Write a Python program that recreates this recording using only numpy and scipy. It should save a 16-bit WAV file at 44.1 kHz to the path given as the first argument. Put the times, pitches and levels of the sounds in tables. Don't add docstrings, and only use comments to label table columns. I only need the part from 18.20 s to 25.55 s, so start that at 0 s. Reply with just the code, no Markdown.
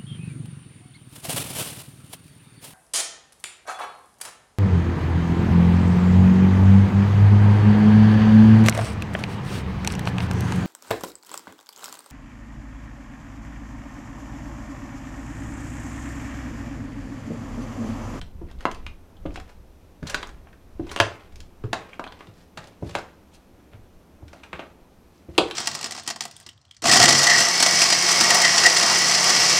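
import sys
import numpy as np
from scipy import signal
from scipy.fft import rfft, irfft, next_fast_len
from scipy.io import wavfile
from scipy.ndimage import uniform_filter1d

SR = 44100
rng = np.random.default_rng(int(sys.argv[2]) if len(sys.argv) > 2 else 0)


def unload_audio(sound):
    columns = np.transpose(np.atleast_2d(sound))
    steps = np.round(np.clip(columns, -1, 1) * 32767)
    wavfile.write(sys.argv[1], SR, steps.astype(np.int16))


N = 324135

# frequency in Hz, relative density in dB per Hz.
BUILDING_COLOUR = [(24, -28), (40, -12.5), (75, 2), (130, -11.5), (180, -4), (230, -6.5), (348, -8),
                   (399, -11), (536, -13), (870, -17.5), (2500, -31), (3250, -65.5), (5500, -120)]
# frequency in Hz, relative density in dB per Hz.
HISS_COLOUR = [(1470, -27), (2500, 0), (4800, -5), (5270, -4.5), (7770, -8.5), (13200, -9), (16000, -18)]
BUILDING_DB, HISS_DB = -53.5, -68.5
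# frequency in Hz, level in dB rms.
HIGH_TONES = [(5992, -85.5), (7434, -97.5), (8931, -97), (11149, -104.5), (12990, -83.5)]
# frequency in Hz, relative density in dB per Hz.
RUMBLE_COLOUR = [(5.9, -66), (10, 8.5), (38, 0), (76, -0.5), (123, -17), (179, -13.5), (200, -16.5),
                 (260, -25.5), (440, -120)]
# centre in seconds, top level in dB, half length in seconds.
LUMPS = [(0.033, -32.5, 0.078), (0.153, -34, 0.044), (0.228, -31.5, 0.057), (0.386, -35, 0.11),
         (0.52, -40.5, 0.17), (0.68, -36, 0.17), (1.081, -30.5, 0.095), (1.17, -36, 0.13),
         (1.837, -47, 0.058), (1.966, -39, 0.11), (2.15, -40.5, 0.25), (2.47, -45, .06), (2.604, -39, 0.11),
         (2.698, -40.5, .1), (3.172, -40, 0.093), (3.25, -46, 0.14), (3.464, -39.5, 0.087),
         (5.627, -48, 0.042), (5.753, -46, 0.06), (6.63, -52, .06), (7.23, -58, .12)]
# time in seconds, middle level in dB.
STIR = [(0, -51), (1.5, -55), (3.498, -57), (4.5, -60), (7.35, -63.5)]
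LUMP_EDGE_DB, STIR_SWING_DB = -17.5, 4

# frequency in Hz, time to die by 60 dB in seconds.
TAIL_T60 = [(100, 0.59), (260, 0.4), (700, 0.31), (1840, 0.24), (4850, 0.25), (8000, 0.27), (14000, 0.021)]
# delay in seconds, level against the direct sound in dB.
WALL_ECHOES = [(.0022, -31), (.0045, -16), (.0071, -18.5), (.0105, -15.5)]

# frequency in Hz, relative weight in dB per Hz.
GRIT_COLOUR = [(240, -56.5), (400, 0.5), (745, -6), (1040, -7), (1910, -8), (2290, -9), (7240, -29),
               (15000, -39)]
# heaviest moment in seconds, rise in seconds, release in seconds,
# relative level of coarse grit in dB, relative level of fine grit in dB.
SOLE_ROLLS = [(0.025, 0.029, 0.028, -47.5, -78), (.313, 0.089, 0.04, -54.5, -72),
              (0.429, 0.065, 0.11, -50, -59), (.55, 0.084, 0.22, -52.5, -73),
              (1.16, 0.18, 0.1, -54.5, -59.5), (1.3, 0.12, 0.057, -52.5, -63), (1.84, .03, .05, -61, -57),
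              (1.89, 0.072, 0.33, -38, -52), (2.71, 0.15, .15, -44.5, -50.5),
              (2.84, 0.12, 0.28, -37, -52.5), (3.19, 0.086, 0.11, -62.5, -67), (3.45, 0.02, 0.13, -54, -64),
              (3.54, .04, 0.39, -45.5, -60.5), (3.74, 0.078, .05, -48.5, -63),
              (3.87, .06, 0.085, -47.5, -75), (4.0, 0.27, 0.3, -53.5, -65), (4.19, .14, 0.12, -60, -61),
              (4.409, 0.082, 0.25, -49.5, -60), (4.697, 0.13, 0.24, -49.5, -52.5),
              (4.765, 0.04, 0.27, -44, -60), (5.15, 0.048, 0.047, -60.5, -55),
              (5.4, 0.019, .06, -62.5, -80), (5.54, 0.052, 0.05, -53, -71), (6.14, .15, 0.25, -60, -68),
              (6.246, 0.036, .1, -51.5, -61.5), (6.359, 0.081, 0.28, -46, -63.5),
              (6.97, .15, .15, -75, -66.5), (7.17, .1, .1, -63, -57), (7.29, 0.22, 0.18, -40, -51)]
ROLL_EDGE_DB = -30
COARSE_SETTLING_DB, FINE_SETTLING_DB = -75, -83
GRAIN_KINDS = 16

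# start in seconds, tread pitch in Hz, relative levels of board ring, riser ring,
# boom and slap in dB, push time in seconds.
HEEL_THUDS = [(0.213, 338, -26, -31, -40, -44, 0.0043), (1.053, 302, -26.5, -32.5, -45.5, -32, 0.0025),
              (1.824, 305, -32, -29, -38, -42.5, 0.0035), (2.595, 320, -22, -35, -36, -39.5, 0.002),
              (2.802, 360, -22.5, -32, -31.5, -20.5, 0.0014),
              (3.438, 420, -22.5, -44, -30.5, -43.5, 0.0042), (4.076, 366, -47, -45, -50, -54.5, 0.0048),
              (4.376, 350, -45, -39.5, -44, -42.5, 0.0057), (4.622, 333, -26.5, -27, -31.5, -35, 0.0034),
              (4.754, 330, -55, -36, -48, -40, 0.007), (5.535, 355, -56, -51, -44, -51.5, 0.0093),
              (6.023, 293, -42, -41.5, -41, -45.5, 0.0035), (6.333, 336, -47, -42, -44.5, -40, 0.0055),
              (7.084, 344, -34.5, -46, -39.5, -47, 0.0041), (7.183, 354, -12, -37, -43.5, -18.5, 0.0012)]
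RISER_HZ, BOOM_SHARE = 177.4, .285
LANDING_S, LANDING_BOOM_HZ = 5.9, 75

# start in seconds, relative crack level in dB, crack pitch in Hz,
# relative clack level in dB, relative body level in dB, body pitch in Hz, relative fizz level in dB,
# crumbling time in seconds.
SHARD_SNAPS = [(0.014, -25.5, 3130, -32.5, -43, 690, -43, 0.024),
               (0.313, -36.5, 2730, -51, -36, 715, -53, 0.014),
               (0.3875, -44, 3310, -59, -52, 581, -63, 0.022),
               (0.406, -35, 3020, -32, -35, 1260, -47, 0.033),
               (0.4537, -11, 2140, -9.5, -5, 1010, -37, 0.014),
               (0.5131, -27, 3060, -24, -64, 1200, -37.5, 0.024),
               (0.5465, -33, 2560, -59, -58, 953, -45.5, .02),
               (0.665, -20.5, 2440, -27, -29.5, 1220, -43.5, 0.018),
               (0.9674, -42.5, 3080, -65, -44, 697, -69, .021),
               (1.0596, -33, 2900, -36, -31, 754, -57, 0.035),
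               (1.1047, -38, 2400, -45, -40, 584, -68, 0.027),
               (1.141, -50, 3400, -62, -60, 700, -51, 0.018),
               (1.1575, -24.5, 2200, -25, -26, 1090, -41, 0.031),
               (1.1731, -27, 2450, -46, -22, 756, -59, 0.017),
               (1.1994, -36, 3400, -29, -49, 573, -46.5, 0.023),
               (1.2892, -49, 2370, -44, -53, 570, -54, 0.056),
               (1.8289, -38, 2340, -28, -44, 668, -56, 0.018),
               (1.868, -18.5, 4230, -27, -41, 700, -30.5, 0.056),
               (1.8963, -22.5, 2780, -21, -47, 625, -26.5, 0.039),
               (1.9442, -13, 3600, -1.5, -13.5, 1140, -26, 0.028),
               (2.028, -21.5, 3430, -20, -23, 1000, -39.5, 0.03),
               (2.0718, -61, 3560, -29, -46, 1100, -43, 0.016),
               (2.0912, -42, 3230, -35, -42, 700, -49, .024),
               (2.2706, -44, 2250, -40, -38, 800, -78, 0.019),
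               (2.2859, -48, 2310, -46, -62, 589, -74, .022), (2.3283, -43, 2580, -35, -67, 751, -63, .024),
               (2.6675, -39, 2690, -35, -36, 900, -53, 0.03),
               (2.6927, -26, 3030, -39, -46, 533, -57, 0.024),
               (2.7133, -25, 2270, -23, -25, 1040, -32.5, 0.039),
               (2.762, -15, 2850, -17, -15, 820, -32, 0.013),
               (2.7737, -18, 2377, -26, -16, 597, -43, 0.021),
               (2.789, -25.5, 2884, -31, -33, 700, -41.5, .015),
               (2.8006, 1, 2630, 0, -7, 517, -18.5, 0.021), (3.1203, -43, 2300, -49, -61.5, 522, -58, 0.04),
               (3.157, -36, 2360, -44.5, -61, 563, -45.5, 0.029),
               (3.2027, -32.5, 3170, -41, -66, 566, -42, 0.026),
               (3.4365, -38, 2880, -31, -27.5, 1250, -58, 0.037),
               (3.5295, -13.5, 3770, -8.5, -10, 640, -27, 0.032),
               (3.7311, -24.5, 2300, -37, -44, 770, -80, 0.016),
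               (3.7943, -27, 2270, -20.5, -14.5, 950, -45.5, 0.026),
               (3.84, -23, 2480, -30, -27.5, 750, -47, 0.017),
               (3.8649, -36, 2330, -22, -26, 791, -54, 0.034),
               (3.8753, -28, 3300, -55, -42, 810, -58, 0.026),
               (3.922, -31.5, 3480, -31.5, -34, 840, -51, 0.022),
               (3.99, -38, 2650, -59, -39, 1240, -58, 0.031),
               (4.0065, -30.5, 2300, -35, -27.5, 1320, -58, 0.018),
               (4.0706, -39.5, 3630, -44, -42, 770, -58, 0.023),
               (4.3726, -24, 3800, -20.5, -21, 820, -37.5, 0.041),
               (4.4406, -37, 3590, -66, -39, 896, -50, .022),
               (4.4716, -39.5, 3010, -56, -32.5, 657, -45.5, 0.03),
               (4.6616, -37, 3420, -69, -26, 644, -64, 0.072),
               (4.6933, -31, 3400, -38, -34, 580, -44, 0.032),
               (4.7506, -12.5, 2270, -11.5, -9.5, 598, -29.5, 0.035),
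               (4.784, -30, 2330, -17.5, -25, 590, -39, 0.04),
               (6.0795, -39, 3530, -37, -63, 980, -49.5, 0.04),
               (6.13, -35, 2460, -30.5, -29, 597, -47, 0.037),
               (6.198, -45, 2600, -48, -53, 700, -66, 0.034),
               (6.2335, -27, 2400, -29.5, -37, 670, -49, 0.035),
               (6.33, -19, 2280, -18, -20.5, 686, -47, 0.024),
               (6.3923, -22.5, 2450, -26, -19, 665, -50.5, 0.033),
               (6.4205, -36.5, 2280, -27.5, -39, 560, -58, 0.05),
               (7.15, -38.5, 2780, -53, -56, 855, -65, 0.023),
               (7.1791, 0, 2590, -11.5, -6, 880, -17.5, 0.024),
               (7.181, 0, 3300, -21, -13, 1150, -24.5, 0.034),
               (7.1963, -49, 3010, -17, -7.5, 515, -47, 0.073),
               (7.3105, -14, 3000, -24.5, -28, 523, -35.5, 0.018)]
# frequency in Hz, relative level in dB per octave.
FIZZ_COLOUR = [(5200, 9), (7500, 5), (10000, 2), (16000, -10.5), (22050, -30)]
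CLACK_HZ, KNOCK_DB = 1600, -3
PIECE_MODES, PIECE_RING_DB, PIECE_SHARPNESS = 9, 6, 9

EDGE_HZ = 16000


def gain_of(db):
    return 10 ** (np.asarray(db) / 20)


def evened(x):
    return x / np.sqrt(np.mean(x ** 2) + 1e-20)


def peaked(x):
    return x / (abs(x).max() + 1e-20)


def smoothed_twice(x, width):
    return uniform_filter1d(uniform_filter1d(x, width), width)


def read(points, hz):
    f, value = np.transpose(points)
    return np.interp(np.log(hz + 1), np.log(f + 1), value)


def along(rows):
    s, *columns = np.transpose(rows)
    return [np.interp(np.arange(N) / SR, s, c) for c in columns]


def coloured(x, points):
    size = next_fast_len(len(x))
    gain = gain_of(read(points, np.fft.rfftfreq(size, 1 / SR)))
    return irfft(rfft(x, size) * gain, size)[:len(x)]


def add(mix, s, sound):
    part = mix[round(s * SR):][:len(sound)]
    part += sound[:len(part)]


def humps(centre, rise, release, top_db, edge_db):
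    step = 64
    late = np.arange(0, N + step, step) / SR - np.array(centre)[:, None]
    part = np.where(late < 0, -late / np.array(rise)[:, None], late / np.array(release)[:, None])
    power = gain_of(np.array(top_db)[:, None] + edge_db * part ** 1.26) ** 2
    return np.sqrt(np.interp(np.arange(N), np.arange(power.shape[1]) * step, power.sum(0)))


def cluster(t, hz, spread, cycles, chance):
    others = hz * np.exp(spread * (2 * chance - 1))[:, None]
    near = np.sin(2 * np.pi * others * t) * gain_of(-60 * t * others / cycles)
    main = np.sin(2 * np.pi * hz * t) * gain_of(-60 * t * hz / cycles)
    return peaked(main + 0.52 * near.sum(0))


def ring(drive, hz, sharpness):
    b, a = signal.iirpeak(hz, sharpness, fs=SR)
    return peaked(signal.lfilter(b, a, signal.lfilter(b, a, drive)))


def causal(gain_db, size):
    cepstrum = irfft(np.log(gain_of(gain_db)), size)
    cepstrum[1:size // 2] *= 2
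    cepstrum[size // 2 + 1:] = 0
    return np.exp(rfft(cepstrum))


def hush():
    t = np.arange(N) / SR
    swell = evened(smoothed_twice(rng.standard_normal(N), 9000))
    waver = evened(uniform_filter1d(rng.standard_normal(N), 900))
    pace = t + np.cumsum(waver) * .0015 / SR
    tones = sum(gain_of(db) * np.sqrt(2) * np.sin(2 * np.pi * hz * pace) for hz, db in HIGH_TONES)
    building_level = gain_of(BUILDING_DB + 0.43 * swell)
    building = building_level * evened(coloured(rng.standard_normal(N), BUILDING_COLOUR))
    hiss = gain_of(HISS_DB) * evened(coloured(rng.standard_normal(N), HISS_COLOUR))
    return building + hiss + tones


def rumble():
    s, lump_db, half = np.transpose(LUMPS)
    swing = evened(smoothed_twice(rng.standard_normal(N), 2500))
    lumps = humps(s, half, half, lump_db, LUMP_EDGE_DB)
    stir = gain_of(along(STIR)[0] + STIR_SWING_DB * swing)
    return np.hypot(lumps, stir) * evened(coloured(rng.standard_normal(N), RUMBLE_COLOUR))


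def stairwell(x):
    early, taps = np.zeros(SR // 20), np.zeros((3, SR // 2 + SR // 4))
    for k, (s, db) in enumerate(WALL_ECHOES):
        early[round(s * SR)] = (-1) ** k * gain_of(db)
    at = np.arange(160, taps.shape[1] - 10, 10)
    echo_at = at + rng.integers(0, 10, (3, len(at)))
    np.put_along_axis(taps, echo_at, rng.choice([-1., 1.], (3, len(at))), 1)
    hz, t, z = signal.stft(taps, SR, nperseg=256)
    dying = gain_of(-60 * t / read(TAIL_T60, hz)[:, None])
    tails = signal.istft(z * dying, SR, nperseg=256)[1]
    tails *= gain_of(-8.5) / np.linalg.norm(tails, axis=1, keepdims=True)
    turn = np.arange(N) / SR * 3 + np.arange(3)[:, None] / 3
    shares = np.sqrt(2 / 3) * np.cos(np.pi * turn)
    tail = signal.fftconvolve(x * shares, tails, axes=1).sum(0)[:N]
    return x + signal.oaconvolve(x, early)[:N] + tail


def grit():
    s, rise, release, coarse_db, fine_db = np.transpose(SOLE_ROLLS)
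    coarse_level = np.hypot(humps(s, rise, release, coarse_db, ROLL_EDGE_DB), gain_of(COARSE_SETTLING_DB))
    fine_level = np.hypot(humps(s, rise, release, fine_db, ROLL_EDGE_DB), gain_of(FINE_SETTLING_DB))
    clumps = evened(uniform_filter1d(rng.standard_normal(N), 500))
    size_db = 2.5 * np.minimum(rng.exponential(1, N), 5) + 2.5 * clumps
    size = gain_of(size_db) * rng.choice([-1, 1], N)
    clicks = size * (rng.random(N) < 2500 / SR)
    kind, t = rng.integers(0, GRAIN_KINDS, N), np.arange(600) / SR
    grains = 0.77 * clicks
    for k, hz in enumerate(np.geomspace(600, 11000, GRAIN_KINDS)):
        chip = np.sin(2 * np.pi * hz * t) * gain_of(-60 * t * hz / 14)
        chip = chip / np.linalg.norm(chip) * np.sqrt(hz / 3000)
        grains = grains + signal.oaconvolve(clicks * (kind == k), chip)[:N]
    grains = evened(coloured(grains, GRIT_COLOUR))
    coarse = signal.sosfilt(signal.butter(N=3, Wn=4500, fs=SR, output="sos"), grains)
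    fine = signal.sosfilt(signal.butter(N=3, Wn=4500, btype="high", fs=SR, output="sos"), grains)
    return coarse_level * evened(coarse) + fine_level * evened(fine)


def heels():
    out, t = np.zeros(N), np.arange(SR // 4) / SR
    chances = rng.random((len(HEEL_THUDS), 6))
    scuffs = rng.standard_normal((len(HEEL_THUDS), len(t)))
    for row, chance, noise in zip(HEEL_THUDS, chances, scuffs):
        s, tread_hz, board_db, riser_db, boom_db, slap_db, push = row
        boom_hz = BOOM_SHARE * tread_hz if s < LANDING_S else LANDING_BOOM_HZ
        board = gain_of(board_db) * cluster(t, tread_hz, 0.38, 22.8, chance[:3])
        riser = gain_of(riser_db) * cluster(t, RISER_HZ, 0.23, 15, chance[3:5])
        boom = gain_of(boom_db) * cluster(t, boom_hz, 0.24, 15.0, chance[5:])
        slap = gain_of(slap_db) * ring(noise * gain_of(-60 * t / 0.039), 560, 1.2)
        soft_onset = 1 - np.exp(-(t / max(push, .001)) ** 2)
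        add(out, s, (board + riser + boom + slap) * soft_onset)
    return out


def shards():
    out, size = np.zeros(N), 4096
    t, hz = np.arange(size) / SR, np.fft.rfftfreq(size, 1 / SR)
    per_octave_db = -10 * np.log10(hz / 1000 + .01)
    draws = rng.standard_normal((len(SHARD_SNAPS), size + PIECE_MODES))
    for row, noise, chance in zip(SHARD_SNAPS, draws[:, :size], draws[:, size:]):
        s, crack_db, crack_hz, clack_db, body_db, body_hz, fizz_db, crumble = row
        knock_db = body_db + KNOCK_DB
        rise = 1 - np.exp(-t / (0.0001 + 35 * crumble ** 3))
        dying = gain_of(-60 * t / max(crumble, .002)) * rise
        cracks = rfft(noise * dying)
        power = abs(cracks) ** 2
        cracks /= causal(10 * np.log10(power + .4 * np.mean(power)), size=size)
        tread = [(60, knock_db - 49.0), (190, knock_db - 4.5), (345, knock_db)]
        hollow = (np.sqrt(345 * body_hz), (knock_db + body_db) / 2 - 4.5)
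        valley = (np.sqrt(CLACK_HZ * crack_hz), min(clack_db, crack_db) - 1.0)
        shoulder = (min(1.266 * crack_hz, 4700), crack_db - 3.5)
        shard = [hollow, (body_hz, body_db), (CLACK_HZ, clack_db), valley, (crack_hz, crack_db), shoulder]
        dust = [(f, fizz_db + db) for f, db in FIZZ_COLOUR]
        own_modes = np.geomspace(700, 7000, PIECE_MODES) * np.exp(.15 * chance)
        modes = np.r_[body_hz, crack_hz, own_modes][:, None]
        peaks = 1 / (1 + (2 * PIECE_SHARPNESS * (hz / modes - 1)) ** 2)
        ringing_db = PIECE_RING_DB * (peaks.max(0) - .4)
        colour = causal(read(tread + shard + dust, hz) + ringing_db + per_octave_db, size=size)
        add(out, s, irfft(cracks * colour, size) * np.sqrt(rise))
    return out


def scene():
    feet = gain_of(10.0) * heels() + gain_of(28.5) * shards() + gain_of(-1.5) * grit()
    airborne = signal.sosfilt(signal.butter(N=2, Wn=50, btype="high", fs=SR, output="sos"), feet)
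    return (stairwell(airborne) + rumble() + hush())[None]


def record(dry):
    band_limit = signal.firwin(511, EDGE_HZ, window=("kaiser", 9), fs=SR)[None]
    return signal.oaconvolve(np.clip(dry, -1, 1), band_limit, "same")


dry = scene()
out = record(dry)
unload_audio(out)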